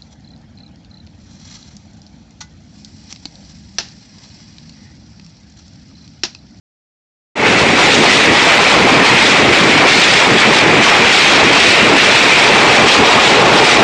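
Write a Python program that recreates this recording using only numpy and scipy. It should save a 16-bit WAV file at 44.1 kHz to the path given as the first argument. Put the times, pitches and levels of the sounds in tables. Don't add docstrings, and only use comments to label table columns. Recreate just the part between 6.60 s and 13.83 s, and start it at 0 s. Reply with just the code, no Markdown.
import sys
import numpy as np
from scipy import signal
from scipy.fft import rfft, irfft, next_fast_len
from scipy.io import wavfile
from scipy.ndimage import uniform_filter1d

SR = 44100
rng = np.random.default_rng(int(sys.argv[2]) if len(sys.argv) > 2 else 0)


def store_pcm(level_fs):
    pcm = np.round(np.clip(level_fs, -1, 1) * 32767).astype(np.int16)
    wavfile.write(sys.argv[1], SR, np.atleast_2d(pcm).T)


N = 318843

# (frequency [Hz], level [dB])
SPRAY_SPECTRUM = [(2000, -9), (2800, 0.5), (3700, 0.5), (4600, -4), (5500, -6.5), (6400, -11.6),
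                  (7400, -13), (8400, -17.8), (9500, -23)]


def from_db(db):
    return 10 ** (np.asarray(db) / 20)


def unit_power(x):
    return x / np.sqrt(np.mean(x ** 2) + 1e-20)


def over_time(rows):
    times, *columns = np.transpose(rows)
    return [np.interp(np.arange(N) / SR, times, column) for column in columns]


def gain_at(spectrum, hz):
    points_hz, levels_db = np.transpose(spectrum)
    return from_db(np.interp(np.log(hz), np.log(points_hz), levels_db))


def shaped(x, spectrum):
    size = next_fast_len(N)
    hz = np.maximum(np.arange(size // 2 + 1) * SR / size, 1)
    inside = (hz > spectrum[0][0] / 2) & (hz < spectrum[-1][0] * 2)
    return unit_power(irfft(rfft(x, size) * gain_at(spectrum, hz) * inside, size)[:N])


def drift(rate_hz):
    step = 40
    decay = np.exp(-2 * np.pi * rate_hz * step / SR)
    noise = rng.standard_normal(N // step + 2002)
    slow = signal.lfilter([1], [1, -2 * decay, decay * decay], noise)[2000:]
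    return np.interp(np.arange(N) / step, np.arange(len(slow)), unit_power(slow))


def bend_pitch(x, speed):
    return np.interp(np.cumsum(speed), np.arange(N), x, period=N)


def surging(steady_db, surges, rise_s=.034, fall_s=.028):
    t = np.arange(N) / SR
    power = from_db(steady_db) ** 2
    for start, length, db in surges:
        span = slice(*np.searchsorted(t, [start, start + length + fall_s]))
        rise = np.clip((t[span] - start) / rise_s, 0, 1)
        fall = np.clip(1 - (t[span] - start - length) / fall_s, 0, 1)
        power[span] += (from_db(db) * rise * fall) ** 2
    return np.sqrt(power)


def impacts(per_s, spread_db):
    when, chance, sign = rng.random((40000, 3))[:int(per_s * N / SR)].T
    size = np.minimum(-np.log(1 - chance), 4)
    hits = np.zeros(N)
    hits[(when * N).astype(int)] = from_db(spread_db * size) * np.sign(sign - .5)
    return hits


def patter(spectrum, per_s, spread_db):
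    edges_hz = 1000 * 2 ** (np.arange(-9, 11) / 3)
    bands = np.zeros(N)
    for low, high in zip(edges_hz, edges_hz[1:]):
        if high > spectrum[0][0] and low < spectrum[-1][0]:
            band_pass = signal.butter(2, [low, high], "band", fs=SR, output="sos")
            band = signal.sosfilt(band_pass, impacts(per_s, spread_db) + 1e-18)
            bands += unit_power(band) * np.sqrt(high - low)
    return shaped(bands, spectrum)


def ring(hits, hz, fade_s):
    decay = from_db(-60 / (fade_s * SR))
    angle = 2 * np.pi * hz / SR
    feedback = [1, -2 * decay * np.cos(angle), decay * decay]
    return signal.lfilter([0, np.sin(angle)], feedback, hits + 1e-18)


def splash(hits, fade_s):
    decay = from_db(-120 / (fade_s * SR))
    energy = signal.lfilter([1], [1, -decay], hits ** 2 + 1e-18)
    return np.sqrt(energy) * rng.standard_normal(N)


def far_rain():
    # (frequency [Hz], level [dB])
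    rain_spectrum = [(2000, -12), (4000, 3), (7000, 18), (9500, -17), (11000, -32)]
    return from_db(-37.5) * shaped(rng.standard_normal(N), rain_spectrum)


def wind():
    # (frequency [Hz], level [dB])
    wind_spectrum = [(25, -35), (50, -21.5), (80, -9), (125, -4.5), (200, -.7), (320, 1), (450, -.5),
                     (600, -8), (1000, -16), (2000, -27)]
    return shaped(rng.standard_normal(N) * from_db(1.2 * drift(rate_hz=26)), wind_spectrum)


def glitter():
    pitches_hz = np.geomspace(3200, 9300, num=44) * rng.uniform(.99, 1.01, size=44)
    tones = np.zeros(N)
    for hz in pitches_hz:
        gain = gain_at(SPRAY_SPECTRUM, hz) * np.sqrt(hz)
        tones += gain * ring(impacts(per_s=28, spread_db=2.4), hz, fade_s=.11)
    return unit_power(bend_pitch(tones, speed=1 + .02 * drift(rate_hz=.5)))


def spray(near_hits):
    fizz = patter(SPRAY_SPECTRUM, per_s=2800, spread_db=2.4)
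    high_pass = signal.butter(4, SPRAY_SPECTRUM[0][0], "high", fs=SR, output="sos")
    bursts = signal.sosfilt(high_pass, splash(near_hits, fade_s=.05))
    splashes = shaped(bursts, SPRAY_SPECTRUM)
    return unit_power(fizz + from_db(-3.5) * splashes + from_db(-2) * glitter())


def roof_drumming():
    # (frequency [Hz], level [dB])
    roof_spectrum = [(150, -9), (300, -9.5), (450, -4), (580, -2.5), (830, 0), (1000, -1.5), (1250, -2),
                     (1600, -5.5), (2400, -15)]
    knocks = patter(roof_spectrum, per_s=600, spread_db=2.5)
    pitches_hz = np.geomspace(380, 1400, num=26) * rng.uniform(.98, 1.02, size=26)
    panels = np.zeros(N)
    for hz in pitches_hz:
        panels += gain_at(roof_spectrum, hz) * ring(impacts(per_s=20, spread_db=3), hz, fade_s=.13)
    return unit_power(knocks + from_db(-2) * unit_power(panels))


def tin_sheets():
    # (time [s], pitch [Hz])
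    tin_pitch = [(.8, 2237), (4.1, 2220), (4.5, 2388), (5.3, 2403), (6.0, 2327), (6.6, 2417), (7.23, 2374)]
    middle_hz = 2300
    offsets = np.linspace(-1, 1, num=30) + rng.uniform(-.02, .02, size=30)
    pings = np.zeros(N)
    for offset in offsets:
        hits = impacts(per_s=22, spread_db=2)
        pings += from_db(-9 * offset ** 2) * ring(hits, middle_hz + 520 * offset, fade_s=.13)
    (pitch_hz,) = over_time(tin_pitch)
    return unit_power(bend_pitch(pings, speed=pitch_hz / middle_hz))


def clatter(near_hits):
    # (frequency [Hz], level [dB])
    ice_spectrum = [(900, -13.5), (1400, -4), (1800, 0.3), (2150, -1), (2600, -.6), (2850, -3.3),
                    (3300, -8.2), (5000, -36)]
    clicks = patter(ice_spectrum, per_s=1300, spread_db=2.5)
    cracks = shaped(splash(near_hits, fade_s=.029), ice_spectrum)
    return unit_power(clicks + from_db(-5.5) * cracks + from_db(-1) * tin_sheets())


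def shelter(storm):
    # (time [s], share [0 to 1])
    ring_share = [(5.7, 0.0027), (6.0, .25), (6.5, 0.31), (7.23, 0.27)]
    # (frequency [Hz], width [Hz])
    resonances = [(440, 100), (840, 193)]
    (share,) = over_time(ring_share)
    filters = [signal.iirpeak(hz, hz / width, fs=SR) for hz, width in resonances]
    hollow = sum(signal.lfilter(b, a, storm) for b, a in filters)
    return storm + share * hollow


def automatic_volume(x, aim_db=-7.45, strength=.6, listen_s=.035):
    power = uniform_filter1d(x[0] ** 2, size=int(listen_s * SR))
    level_db = 10 * np.log10(np.maximum(power, 1e-9))
    return x * from_db(strength * (aim_db - level_db))


def limiter(x, ceiling, release_db_per_s):
    over_db = 20 * np.log10(np.maximum(np.abs(x[0]) / ceiling, 1))
    recovery_db = release_db_per_s * np.arange(N) / SR
    dip_db = np.maximum.accumulate(over_db + recovery_db) - recovery_db
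    return x * from_db(-uniform_filter1d(dip_db, size=31))


def clip_peaks(x, hardness):
    return x / (1 + np.abs(x) ** hardness) ** (1 / hardness)


def scene():
    # (time [s], wind [dB], roofs [dB], clatter [dB], spray [dB])
    steady_storm = [(0.8, -19.9, -15.9, -16.0, -23.7), (1.15, -20.1, -20.2, -15.6, -21.5),
                    (1.25, -18.1, -18.4, -14.7, -19.5), (1.9, -19.6, -16.2, -13.0, -15.2),
                    (2.4, -19.1, -14.9, -12.1, -17.5), (3.0, -18.2, -15.6, -12.3, -16.3),
                    (3.55, -21.3, -17.1, -12.3, -14.9), (4.0, -19.2, -15.2, -12.9, -17.8),
                    (4.55, -21.1, -16.6, -10.0, -14.9), (5.2, -17.4, -16.1, -10.6, -13.5),
                    (5.7, -19.5, -14.4, -10.2, -13.4), (6.1, -19.0, -15.6, -10.3, -13.3),
                    (6.85, -20.6, -13.6, -12.7, -14.7), (7.23, -17.9, -13.7, -11.4, -15.9)]
    # (start [s], length [s], level [dB])
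    gusts = [(0.757, 0.17, -18.0), (0.99, 0.07, -18.0), (1.072, 0.1, -19.5), (1.346, 0.07, -14.0),
             (1.646, 0.08, -12.0), (1.979, 0.04, -15.0), (2.141, 0.29, -14.5), (2.497, 0.07, -16.0),
             (2.773, 0.15, -14.0), (2.979, 0.12, -16.0), (3.108, 0.09, -16.0), (3.205, 0.05, -11.5),
             (3.353, 0.03, -12.5), (3.639, 0.13, -14.5), (3.827, 0.09, -13.0), (4.0, 0.21, -14.5),
             (4.36, 0.1, -17.0), (4.663, 0.11, -18.0), (4.8, 0.12, -14.0), (5.201, 0.16, -14.0),
             (5.852, 0.25, -17.5), (6.168, 0.09, -13.0), (6.348, 0.09, -12.0), (6.505, 0.08, -17.0),
             (6.691, 0.27, -14.0), (6.973, 0.06, -12.5), (7.14, 0.07, -13.0)]
    # (start [s], length [s], level [dB])
    hiss_swells = [(0.839, 0.08, -20.5), (0.965, 0.06, -19.5), (1.156, 0.42, -17.0), (1.478, 0.06, -18.0),
                   (1.843, 0.09, -16.5), (2.254, 0.09, -17.5), (2.421, 0.3, -17.0), (2.902, 0.11, -18.0),
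                   (3.225, 0.22, -18.5), (3.77, 0.21, -17.5), (4.198, 0.12, -17.5), (4.49, 0.28, -16.0),
                   (4.946, 0.17, -16.5), (6.253, 0.13, -16.0), (6.907, 0.3, -15.5)]
    # (start [s], length [s], level [dB])
    roof_volleys = [(1.154, 0.14, -16.0), (1.405, 0.08, -14.5), (1.842, 0.15, -12.0), (2.109, 0.09, -16.0),
                    (2.242, 0.18, -15.0), (3.194, 0.07, -12.0), (3.579, 0.14, -16.0), (3.804, 0.05, -12.0),
                    (3.945, 0.23, -19.0), (4.247, 0.18, -15.5), (4.622, 0.05, -14.0), (4.701, 0.12, -14.5),
                    (4.908, 0.07, -13.5), (5.14, 0.07, -14.0), (5.243, 0.12, -13.5), (5.625, 0.04, -12.0),
                    (5.823, 0.44, -14.5), (6.157, 0.06, -14.5), (6.333, 0.25, -13.5), (6.756, 0.28, -14.0),
                    (7.138, 0.09, -10.0)]
    # (start [s], length [s], level [dB])
    ice_flurries = [(0.816, 0.08, -14.5), (1.178, 0.06, -13.0), (1.249, 0.05, -15.0), (1.467, 0.07, -13.5),
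                    (1.64, 0.06, -13.0), (1.853, 0.12, -9.5), (2.437, 0.2, -15.0), (2.911, 0.06, -15.0),
                    (3.119, 0.18, -14.0), (3.798, 0.06, -8.5), (4.266, 0.05, -14.5), (5.165, 0.06, -13.0),
                    (5.34, 0.07, -11.5), (6.491, 0.05, -13.5)]
    wind_db, roof_db, clatter_db, spray_db = over_time(steady_storm)
    blowing = surging(wind_db, gusts, fall_s=.022)
    gustiness = blowing / from_db(-20)
    hiss_thinning = gustiness ** .31
    clatter_thinning = gustiness ** .11
    near_hits = impacts(per_s=200, spread_db=.5)
    storm = blowing * wind()
    storm += surging(roof_db, roof_volleys) * roof_drumming()
    storm += surging(clatter_db, ice_flurries) / clatter_thinning * clatter(near_hits)
    storm += surging(spray_db, hiss_swells) / hiss_thinning * spray(near_hits)
    storm += far_rain() / hiss_thinning
    return shelter(storm)[None]


def record(dry):
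    # (time [s], share of full strength [0 to 1])
    fade_in = [(.754, 0), (.762, 0.28), (.80, 0.61), (.86, 1)]
    (fade,) = over_time(fade_in)
    treble_top_hz, tick_top_hz = 9550, 16000
    treble_filter = signal.ellip(10, .1, 80, treble_top_hz, fs=SR, output="sos")
    tick_filter = signal.ellip(8, .1, 70, tick_top_hz, fs=SR, output="sos")
    heard = signal.sosfilt(treble_filter, automatic_volume(dry) * fade)
    held = limiter(heard, ceiling=.93, release_db_per_s=900)
    return signal.sosfilt(tick_filter, clip_peaks(held, hardness=28))


dry = scene()
out = record(dry)
store_pcm(out)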